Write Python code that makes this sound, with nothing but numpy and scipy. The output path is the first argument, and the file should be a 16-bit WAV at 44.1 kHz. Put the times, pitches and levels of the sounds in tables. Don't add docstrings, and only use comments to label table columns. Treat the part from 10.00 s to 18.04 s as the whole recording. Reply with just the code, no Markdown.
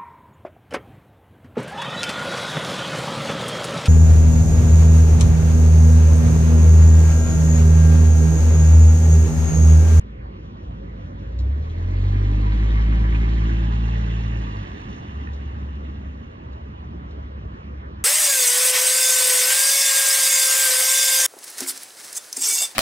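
import sys
import numpy as np
from scipy import signal
from scipy.fft import rfft, irfft, next_fast_len
from scipy.io import wavfile
from scipy.ndimage import map_coordinates

SR = 44100
rng = np.random.default_rng(int(sys.argv[2]) if len(sys.argv) > 2 else 0)


def wrap_up_sound(samples):
    columns = np.atleast_2d(samples).T
    tamed = np.clip(columns, -1, 1)
    steps = np.round(tamed * 32767).astype(np.int16)
    wavfile.write(sys.argv[1], SR, steps)


N = 354563
TIME = np.arange(N) / SR
SIZE = next_fast_len(N + SR // 4)
BIN_HZ = np.maximum(np.arange(SIZE // 2 + 1) * SR / SIZE, 1)

# (frequency [Hz], level [dB], phase lag [rad], coherent share [0-1])
PORTS_AHEAD = [(60, -33, 1.7, 1), (150, -14, 1.8, 0.96), (300, -6, 2.0, 0.94), (550, 5, 1.6, 0.89),
               (1000, 10.5, 2.9, 0.67), (1400, 7.5, 2.2, 0.6), (1750, 1.5, 2.2, 0.7),
               (2200, 8.5, 1.4, 0.68), (2800, 2.5, 3.0, 0.34), (4000, -1, 4.9, 0.64),
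               (5000, 4.5, 4.7, 0.79), (7030, 9, 4.8, 0.77)]


def from_db(db):
    return np.exp(np.asarray(db) * np.log(10) / 20)


def rms_one(x):
    return x / np.sqrt(np.mean(x ** 2) + 1e-20)


def in_time(rows):
    s, *columns = np.transpose(rows)
    return [np.interp(TIME, s, c) for c in columns]


def over_hz(rows):
    hz, *columns = np.transpose(rows)
    return [np.interp(np.log(BIN_HZ), np.log(hz), c) for c in columns]


def drift(rate):
    knots = rng.standard_normal(2048)
    coarse_time = TIME[::32]
    wander = map_coordinates(knots, [coarse_time * rate * 2], order=3, mode="wrap")
    return np.interp(TIME, coarse_time, rms_one(wander))


def swell(at_s, half_s, steepness):
    return 1 / (1 + np.abs((TIME - at_s) / half_s) ** steepness)


def nearness(at_s, pass_s):
    return 1 / np.sqrt(1 + ((TIME - at_s) / pass_s) ** 2)


def coloured(x, spectrum):
    low_hz, high_hz = spectrum[0][0], spectrum[-1][0]
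    skirts = 1 / (1 + (low_hz / BIN_HZ) ** 6) / (1 + (BIN_HZ / high_hz) ** 6)
    gain = from_db(over_hz(spectrum)[0]) * skirts
    return rms_one(irfft(rfft(x, SIZE) * gain, SIZE)[:N])


def droplets(per_s, spread_db):
    sizes = from_db(spread_db * np.minimum(rng.exponential(1, N), 4)) * rng.choice([-1, 1], N)
    lands = rng.random(N) < per_s / SR
    return rms_one(sizes * lands)


def wet_noise(per_s, spread_db, drops_db):
    return from_db(drops_db) * droplets(per_s, spread_db) + rng.standard_normal(N)


def patchy(x, patchy_db, rate):
    hz, s, cells = signal.stft(x, SR, nperseg=512)
    third_octaves = 3 * np.log2(1 + hz / 300)
    place = np.meshgrid(third_octaves, s * rate * 2, indexing="ij")
    flutter = map_coordinates(rng.standard_normal((24, 600)), place, order=1, mode="mirror")
    return signal.istft(cells * from_db(patchy_db * rms_one(flutter)), SR)[1][:N]


def ports(x, direction, scatter_per_s=16):
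    scatter_rad = 2.5
    side_db, lag, share = over_hz(direction)
    difference = rfft(x, SIZE) * from_db(side_db)
    direct = irfft(difference * share * np.exp(-1j * lag), SIZE)[:N]
    echo_s = np.interp(BIN_HZ, np.linspace(0, SR / 2, 1500), rng.uniform(0, .025, 1500))
    phase = 2 * np.pi * np.cumsum(echo_s) * SR / SIZE
    paths = np.sqrt(1 - share ** 2) * np.exp(-1j * phase)
    scattered = 2 * np.fft.ifft(difference * paths, SIZE)[:N]
    scattered = scattered * np.exp(1j * scatter_rad * drift(scatter_per_s))
    side = direct + scattered.real
    return np.array([x + side, x - side])


def straight(x, direction):
    side_db, lag, _ = over_hz(direction)
    side = irfft(rfft(x, SIZE) * from_db(side_db) * np.exp(-1j * lag), SIZE)[:N]
    return np.array([x + side, x - side])


def engine():
    # (time [s], firing rate [Hz])
    firing = [(0,27.1),(1.25,26.7),(1.57,36.3),(1.8,42.8),(1.95,46.4),(2.1,48.6),(2.4,51.2),(2.7,54.0),(3.2,55.1),(4.05,56.5),(4.35,56),(4.5,53.3),(4.65,48.4),(4.88,40.6),(5.1,35.3),(5.8,34.5),(6.6,34),(7.5,34.2),(8.04,35)]
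    # (time [s], level [dB])
    effort = [(0,-38.5),(.7,-40),(.92,-33.5),(1.05,-37.5),(1.25,-34),(1.41,-22),(2.6,-20.5),(4.35,-23.5),(4.6,-30.5),(4.69,-39.5),(5.06,-46),(5.15,-31),(5.66,-30.5),(5.9,-34.5),(6.22,-36.5),(6.37,-49.5),(6.48,-38),(7.38,-35.5),(7.58,-50.5),(7.7,-36.5),(8.04,-37.5)]
    # (frequency [Hz], level [dB])
    pipe = [(34,-30),(40,-15.5),(47,-1.5),(54,-0.5),(68,1.9),(80,-6),(96,0),(102,-2.5),(105.5,-8.5),(109,-8.5),(114,-4.5),(128,-15),(146,-3),(168,-6)]
    third_cut_db = -11.5
    boom_db, boom_at_s, boom_pass_s = 5, 2.94, 0.85

    firing_hz, effort_db = in_time(firing)[0], in_time(effort)[0]
    turn = 2 * np.pi * np.cumsum(firing_hz * (1 + 0.0021 * drift(10.0))) / SR
    pipe_db = np.interp(np.outer([1, 2, 3], firing_hz), *np.transpose(pipe))
    first_db, second_db, third_db = effort_db + pipe_db

    first_gain = from_db(first_db + boom_db + 0.21 * drift(5.1)) * nearness(boom_at_s, boom_pass_s)
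    boom = first_gain * np.cos(turn)
    boom += from_db(second_db + .4 * drift(6)) * np.cos(2 * turn - np.pi / 4)
    boom += from_db(third_db + third_cut_db + 1.2 * drift(6)) * np.sin(3 * turn)

    tones = np.sqrt(2) * (boom + whine() + hum() + drone(firing_hz, turn))
    noises = mutter(turn) + intake(turn) + burble() + far_roar()
    return ports(tones + noises, PORTS_AHEAD, scatter_per_s=1.5)


def whine():
    # (time [s], pitch [Hz], level [dB])
    whine_path = [(0,515,-69),(.8,525,-60),(1.15,545,-55.5),(1.45,529.5,-57),(1.65,589,-71),(1.88,617,-53),(2.1,618,-70.5),(2.5,623,-100)]
    roughness = .05
    hz, db = in_time(whine_path)
    turn = 2 * np.pi * np.cumsum(hz * (1 + roughness * drift(45))) / SR
    return np.cos(turn) * from_db(db + 3 * drift(14))


def hum():
    settled_hz, rise_hz, rise_end_s = 205.3, 10, 3.2
    high_db, far_db, high_at_s, high_half_s = -41, -57, 3.6, 1.2
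    low_db, low_at_s, low_half_s = -33.5, 2.8, 0.74

    hz = settled_hz - rise_hz * np.clip(rise_end_s - TIME, 0, 1)
    turn = 2 * np.pi * np.cumsum(hz) / SR
    gain = from_db(high_db) * swell(high_at_s, high_half_s, steepness=15) + from_db(far_db)
    high = np.cos(turn + .6 * drift(5)) * gain * from_db(2 * drift(5))
    low = np.cos(turn / 2) * from_db(low_db) * swell(low_at_s, low_half_s, steepness=1.5)
    return high + low


def mutter(turn):
    # (frequency [Hz], level [dB per Hz])
    mutter_colour = [(105,-2.5),(135,0.5),(165,0),(195,-9.5)]
    level_db, at_s, half_s = -47, 1, 0.78
    puffs = rms_one(np.exp(0.7 * np.cos(turn)))
    gain = from_db(level_db) * swell(at_s, half_s, steepness=4.7)
    return coloured(rng.standard_normal(N), mutter_colour) * puffs * gain


def street():
    # (frequency [Hz], level [dB per Hz])
    traffic_colour = [(36,-15),(55,-3.5),(78,-2),(105,-6.5),(150,-11.5),(205,-11.5),(280,-16.5),(430,-23.5),(640,-33),(850,-39),(1100,-37.5),(1380,-39.5),(1850,-37.5),(2300,-43.5),(2900,-45),(4000,-52),(4900,-61),(6000,-59.5),(8000,-73)]
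    # (time [s], level [dB])
    traffic_level = [(0,-38),(1.1,-37),(5.5,-37.5),(6.15,-38),(6.8,-37),(7.45,-37),(8.04,-37.5)]
    # (frequency [Hz], level [dB], phase lag [rad], coherent share [0-1])
    street_ports = [(60, -33, 1.9, 0.65), (150, -12.5, 2.0, 0.69), (300, -6.5, 2.1, 0.76),
                    (550, 5.5, 1.4, 0.77), (1000, 14, 2.8, 0.5), (1500, 6, 4.4, 0.54),
                    (2100, 4.5, 3.0, 0.43), (2800, 5, 4.9, 0.71), (3800, 3.5, 4.5, 0.57),
                    (5000, 7.5, 4.6, 0.66), (7000, 4.5, 4.7, 0.78)]
    wet_road = coloured(wet_noise(per_s=200, spread_db=3.0, drops_db=-12.5), traffic_colour)
    traffic = from_db(in_time(traffic_level)[0]) * patchy(wet_road, patchy_db=2.24, rate=10)
    return ports(traffic, street_ports) + straight(footsteps() + tick(), street_ports)


def footsteps():
    # (time [s], level [dB], decay [s], brightness [dB per octave])
    steps = [(1.388,-48,.005,2),(1.399,-57,.007,-6),(1.909,-55.5,.0015,16),(5.331,-58.5,.014,2),(5.754,-63.5,.005,5),(5.893,-67,.012,-2),(6.519,-67,.012,-2),(6.53,-65,.011,-2),(7.108,-62.5,.011,-1)]
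    # (frequency [Hz], level [dB per Hz])
    sole = [(2200,-11),(3200,-7),(3800,5.5),(4300,-1),(4900,-11),(5500,-4),(6250,-15.5),(6950,-6.5),(7600,-19.5),(9000,-25.5)]
    attack_s = 0.0015
    tail_db, tail_s = -17.5, 0.052

    out = np.zeros(N)
    water = wet_noise(per_s=2000, spread_db=2.5, drops_db=-3)
    for s, db, decay_s, brightness in steps:
        age = np.clip(TIME - s, 0, 1)
        fall = np.exp(-age / decay_s) + from_db(tail_db) * np.exp(-age / tail_s)
        tilted_sole = [(hz, level + brightness * np.log2(hz / sole[0][0])) for hz, level in sole]
        slap = coloured(water, tilted_sole)
        out += from_db(db) * slap * np.minimum(age / attack_s, 1) * fall
    return out


def drone(firing_hz, turn):
    # (multiple of the firing rate [-], level [dB], loudest at [s], half length [s])
    lobes = [(1.5,-49.5,2.4,0.96),(3,-39,3.55,.62),(4,-39,2.5,.45),(4,-38.5,3.55,.38),(4.5,-48.5,5.8,0.58),(5,-45,2.55,0.55),(5,-44,3.35,0.25),(6,-40.5,2.45,0.19),(6,-42,3.3,.38),(7,-52,2.9,0.82),(8,-56.5,2.3,0.15),(8,-51,4.0,0.19)]
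    panel_hz, panel_width_hz, panel_db = 290, 7.2, 3.5
    waver_db, waver_rad = 1.1, .1

    out = np.zeros(N)
    for multiple, db, loudest_s, half_s in lobes:
        ring_db = panel_db / (1 + ((multiple * firing_hz - panel_hz) / panel_width_hz) ** 2)
        lobe = swell(loudest_s, half_s, steepness=6)
        tone = np.cos(multiple * (turn + np.pi / 2) + waver_rad * drift(8))
        out += from_db(db + ring_db + waver_db * drift(8)) * lobe * tone
    return out


def intake(turn):
    # (frequency [Hz], level [dB per Hz])
    breath_colour = [(150,-0.5),(310,1),(380,-7.5),(470,-9.5),(650,-18.5)]
    level_db, at_s, half_s = -40.5, 2.43, 0.77
    throb = 2.2
    gain = from_db(level_db) * swell(at_s, half_s, steepness=4.4)
    gulps = rms_one(np.exp(-throb * np.cos(turn)))
    return coloured(rng.standard_normal(N), breath_colour) * gulps * gain


def tyres():
    # (frequency [Hz], level [dB per Hz])
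    rumble_colour = [(70,-0.5),(130,-9),(220,2),(330,0.5),(430,-6),(600,-17),(900,-27)]
    front_tread, front_spray = [(450,-2.5),(650,-3.5),(900,1.5),(1150,2.5),(1400,-4.5),(1750,3),(2100,0.5),(2500,-4.5),(3100,-3),(4200,-18)], [(2500,-18),(3400,3.5),(4200,1.5),(4900,-9),(5800,-10),(7000,-16.5),(8000,-26.5),(9500,-36.5),(12000,-51.5)]
    rear_tread, rear_spray = [(380,-3),(500,-1),(620,-4.5),(740,-3),(860,1.5),(980,-3.5),(1150,-0.5),(1380,-8.5),(1650,2.5),(1950,2),(2350,-10),(2800,1.5),(3300,-7.5),(4200,-26.5)], [(2500,-18),(3500,6),(4100,-0.5),(4800,-9.5),(5700,-8),(7000,-14),(8000,-25),(9500,-44),(12000,-55.5)]
    far_colour = [(550,-7),(800,0.5),(1100,4),(1400,-2.5),(1800,-3.5),(2400,-9),(2900,-4.5),(3900,-10)]
    # (frequency [Hz], level [dB], phase lag [rad], coherent share [0-1])
    rear_ports = [(59, -44, 1.6, 0.89), (150.3, -11, 1.9, 0.76), (300, -3.5, 1.9, 0.68),
                  (550, 3.5, 1.4, 0.87), (1000, 10.5, 2.6, 0.67), (1400, 11.5, 3.4, 0.61),
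                  (1800, -4.5, 3.0, 0.72), (2250, 10.5, 2.5, 0.53), (2800, 1, 4.34, 0.77),
                  (3800, 0, 4, 0.35), (5000, 2.5, 4.6, 0.68), (7000, 8, 4.8, 0.8)]
    loudest_s, half_s = 3.54, 1.5
    approach_steepness, recede_steepness = 5.36, 2.84
    turn_start_s, turn_s = 3.08, .62
    rumble_peak_db, tread_peak_db, spray_peak_db = -42, -46, -56
    rumble_before, rumble_after, spray_ahead, spray_behind = 0.65, 0.77, 0.73, 1.17
    ahead_db, ahead_at_s, ahead_half_s = -63.5, 2, .55
    behind_db = -62.5

    behind = np.clip((TIME - turn_start_s) / turn_s, 0, 1)
    coming = TIME < loudest_s
    close = swell(loudest_s, half_s, np.where(coming, approach_steepness, recede_steepness))
    pass_db = 20 * np.log10(close)
    tread_db = tread_peak_db + pass_db
    rumble_db = rumble_peak_db + np.where(coming, rumble_before, rumble_after) * pass_db
    rumble = coloured(rng.standard_normal(N), rumble_colour) * from_db(rumble_db)

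    front = tyre_side(front_tread, front_spray, tread_db, spray_peak_db + spray_ahead * pass_db)
    rear = tyre_side(rear_tread, rear_spray, tread_db, spray_peak_db + spray_behind * pass_db)
    front = front * np.sqrt(1 - behind)
    rear = rear * np.sqrt(behind)

    ahead = from_db(ahead_db) * swell(ahead_at_s, ahead_half_s, steepness=2.8)
    far = coloured(rng.standard_normal(N), far_colour) * (ahead + from_db(behind_db) * behind)
    rolling = ports(rumble + front, PORTS_AHEAD) + ports(rear + far, rear_ports)
    return rolling + straight(splashes() + spatter(), rear_ports)


def tyre_side(tread, spray, tread_db, spray_db):
    roar = coloured(wet_noise(per_s=640, spread_db=4.0, drops_db=-3.5), tread) * from_db(tread_db)
    hiss = coloured(wet_noise(per_s=1200, spread_db=4.5, drops_db=-3.0), spray) * from_db(spray_db)
    return patchy(swish(roar + hiss), patchy_db=1.5, rate=22)


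def swish(x):
    # (delay when far [s], delay when abreast [s], gain [-])
    echo_paths = [(.0009,0.0013,0.06),(.0027,.0052,0.19),(.0046,.0105,0.18),(.008,.017,.16)]
    near = nearness(at_s=2.9, pass_s=1.3)
    echoes = np.zeros(N)
    for far_s, near_s, gain in echo_paths:
        delay_s = far_s + (near_s - far_s) * near
        echoes += gain * map_coordinates(x, [(TIME - delay_s) * SR], order=1)
    return x + echoes


def splashes():
    # (time of peak [s], level [dB], pitch [Hz], length [s])
    bursts = [(1.705,-59,3380,.04),(2.02,-61.5,3990,.24),(3.125,-39.5,2040,0.005),(3.152,-41,2500,0.018),(3.15,-50,1340,0.021),(3.235,-47.5,2080,0.06),(3.38,-45,1940,0.022),(3.50,-45,1650,0.034)]
    width = 1.13
    out = np.zeros(N)
    water = wet_noise(per_s=2000, spread_db=2.5, drops_db=-3)
    for s, db, hz, length in bursts:
        age = np.maximum(TIME - s + length / 2, 0) / (length / 2)
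        band = signal.butter(2, [hz / width, hz * width], "band", fs=SR, output="sos")
        splash = rms_one(signal.sosfilt(band, water))
        envelope = age ** 2 * np.exp(2 - 2 * np.minimum(age, 20))
        out += from_db(db) * splash * envelope
    return out


def spatter():
    # (frequency [Hz], level [dB per Hz])
    drop_colour = [(1400,-2.5),(2300,2),(3600,-2.5),(5400,-13),(7000,-19)]
    level_db, at_s, half_s = -59, 3.6, 1.19
    ring_q = 5.3
    drops = droplets(per_s=240, spread_db=2.5)
    dealt = rng.integers(0, 12, N)
    out = np.zeros(N)
    for k, hz in enumerate(np.geomspace(drop_colour[0][0], drop_colour[-1][0], 12)):
        ring = signal.iirpeak(hz, ring_q, fs=SR)
        out += signal.lfilter(*ring, drops * (dealt == k) + 1e-18)
    return coloured(out, drop_colour) * from_db(level_db) * swell(at_s, half_s, steepness=5)


def burble():
    # (frequency [Hz], level [dB per Hz])
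    burble_colour = [(40,-2),(50,-1),(62,-5)]
    level_db, at_s, half_s = -42.5, 4.88, 0.11
    gain = from_db(level_db) * swell(at_s, half_s, steepness=4)
    return coloured(rng.standard_normal(N), burble_colour) * gain


def tick():
    # (frequency [Hz], level [dB], time to fall 60 dB [s])
    tick_modes = [(1520,-7,0.018),(1814,-1,0.019),(2150,-9.5,0.013),(2500,-8,0.016)]
    # (time [s], level [dB])
    knocks = [(5.272,-31),(5.288,-38),(5.312,-40.5)]
    attack_s = .001
    out = np.zeros(N)
    for s, strength_db in knocks:
        age = np.clip(TIME - s, 0, 1)
        ringing = np.zeros(N)
        for hz, db, t60 in tick_modes:
            ringing += from_db(db - 60 * age / t60) * np.sin(2 * np.pi * hz * age)
        out += from_db(strength_db) * ringing * np.minimum(age / attack_s, 1)
    return out


def far_roar():
    # (frequency [Hz], level [dB per Hz])
    roar_colour = [(160,-4.5),(215,3.5),(265,-3.5),(320,-16),(480,-15.5)]
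    level_db, at_s, half_s = -45.5, 5.706, 0.67
    gain = from_db(level_db) * swell(at_s, half_s, steepness=3.7)
    return coloured(rng.standard_normal(N), roar_colour) * gain


def scene():
    return engine() + street() + tyres()


def record(dry):
    cutoff_hz = 8600
    return signal.sosfilt(signal.butter(16, cutoff_hz, fs=SR, output="sos"), dry)


dry = scene()
out = record(dry)
wrap_up_sound(out)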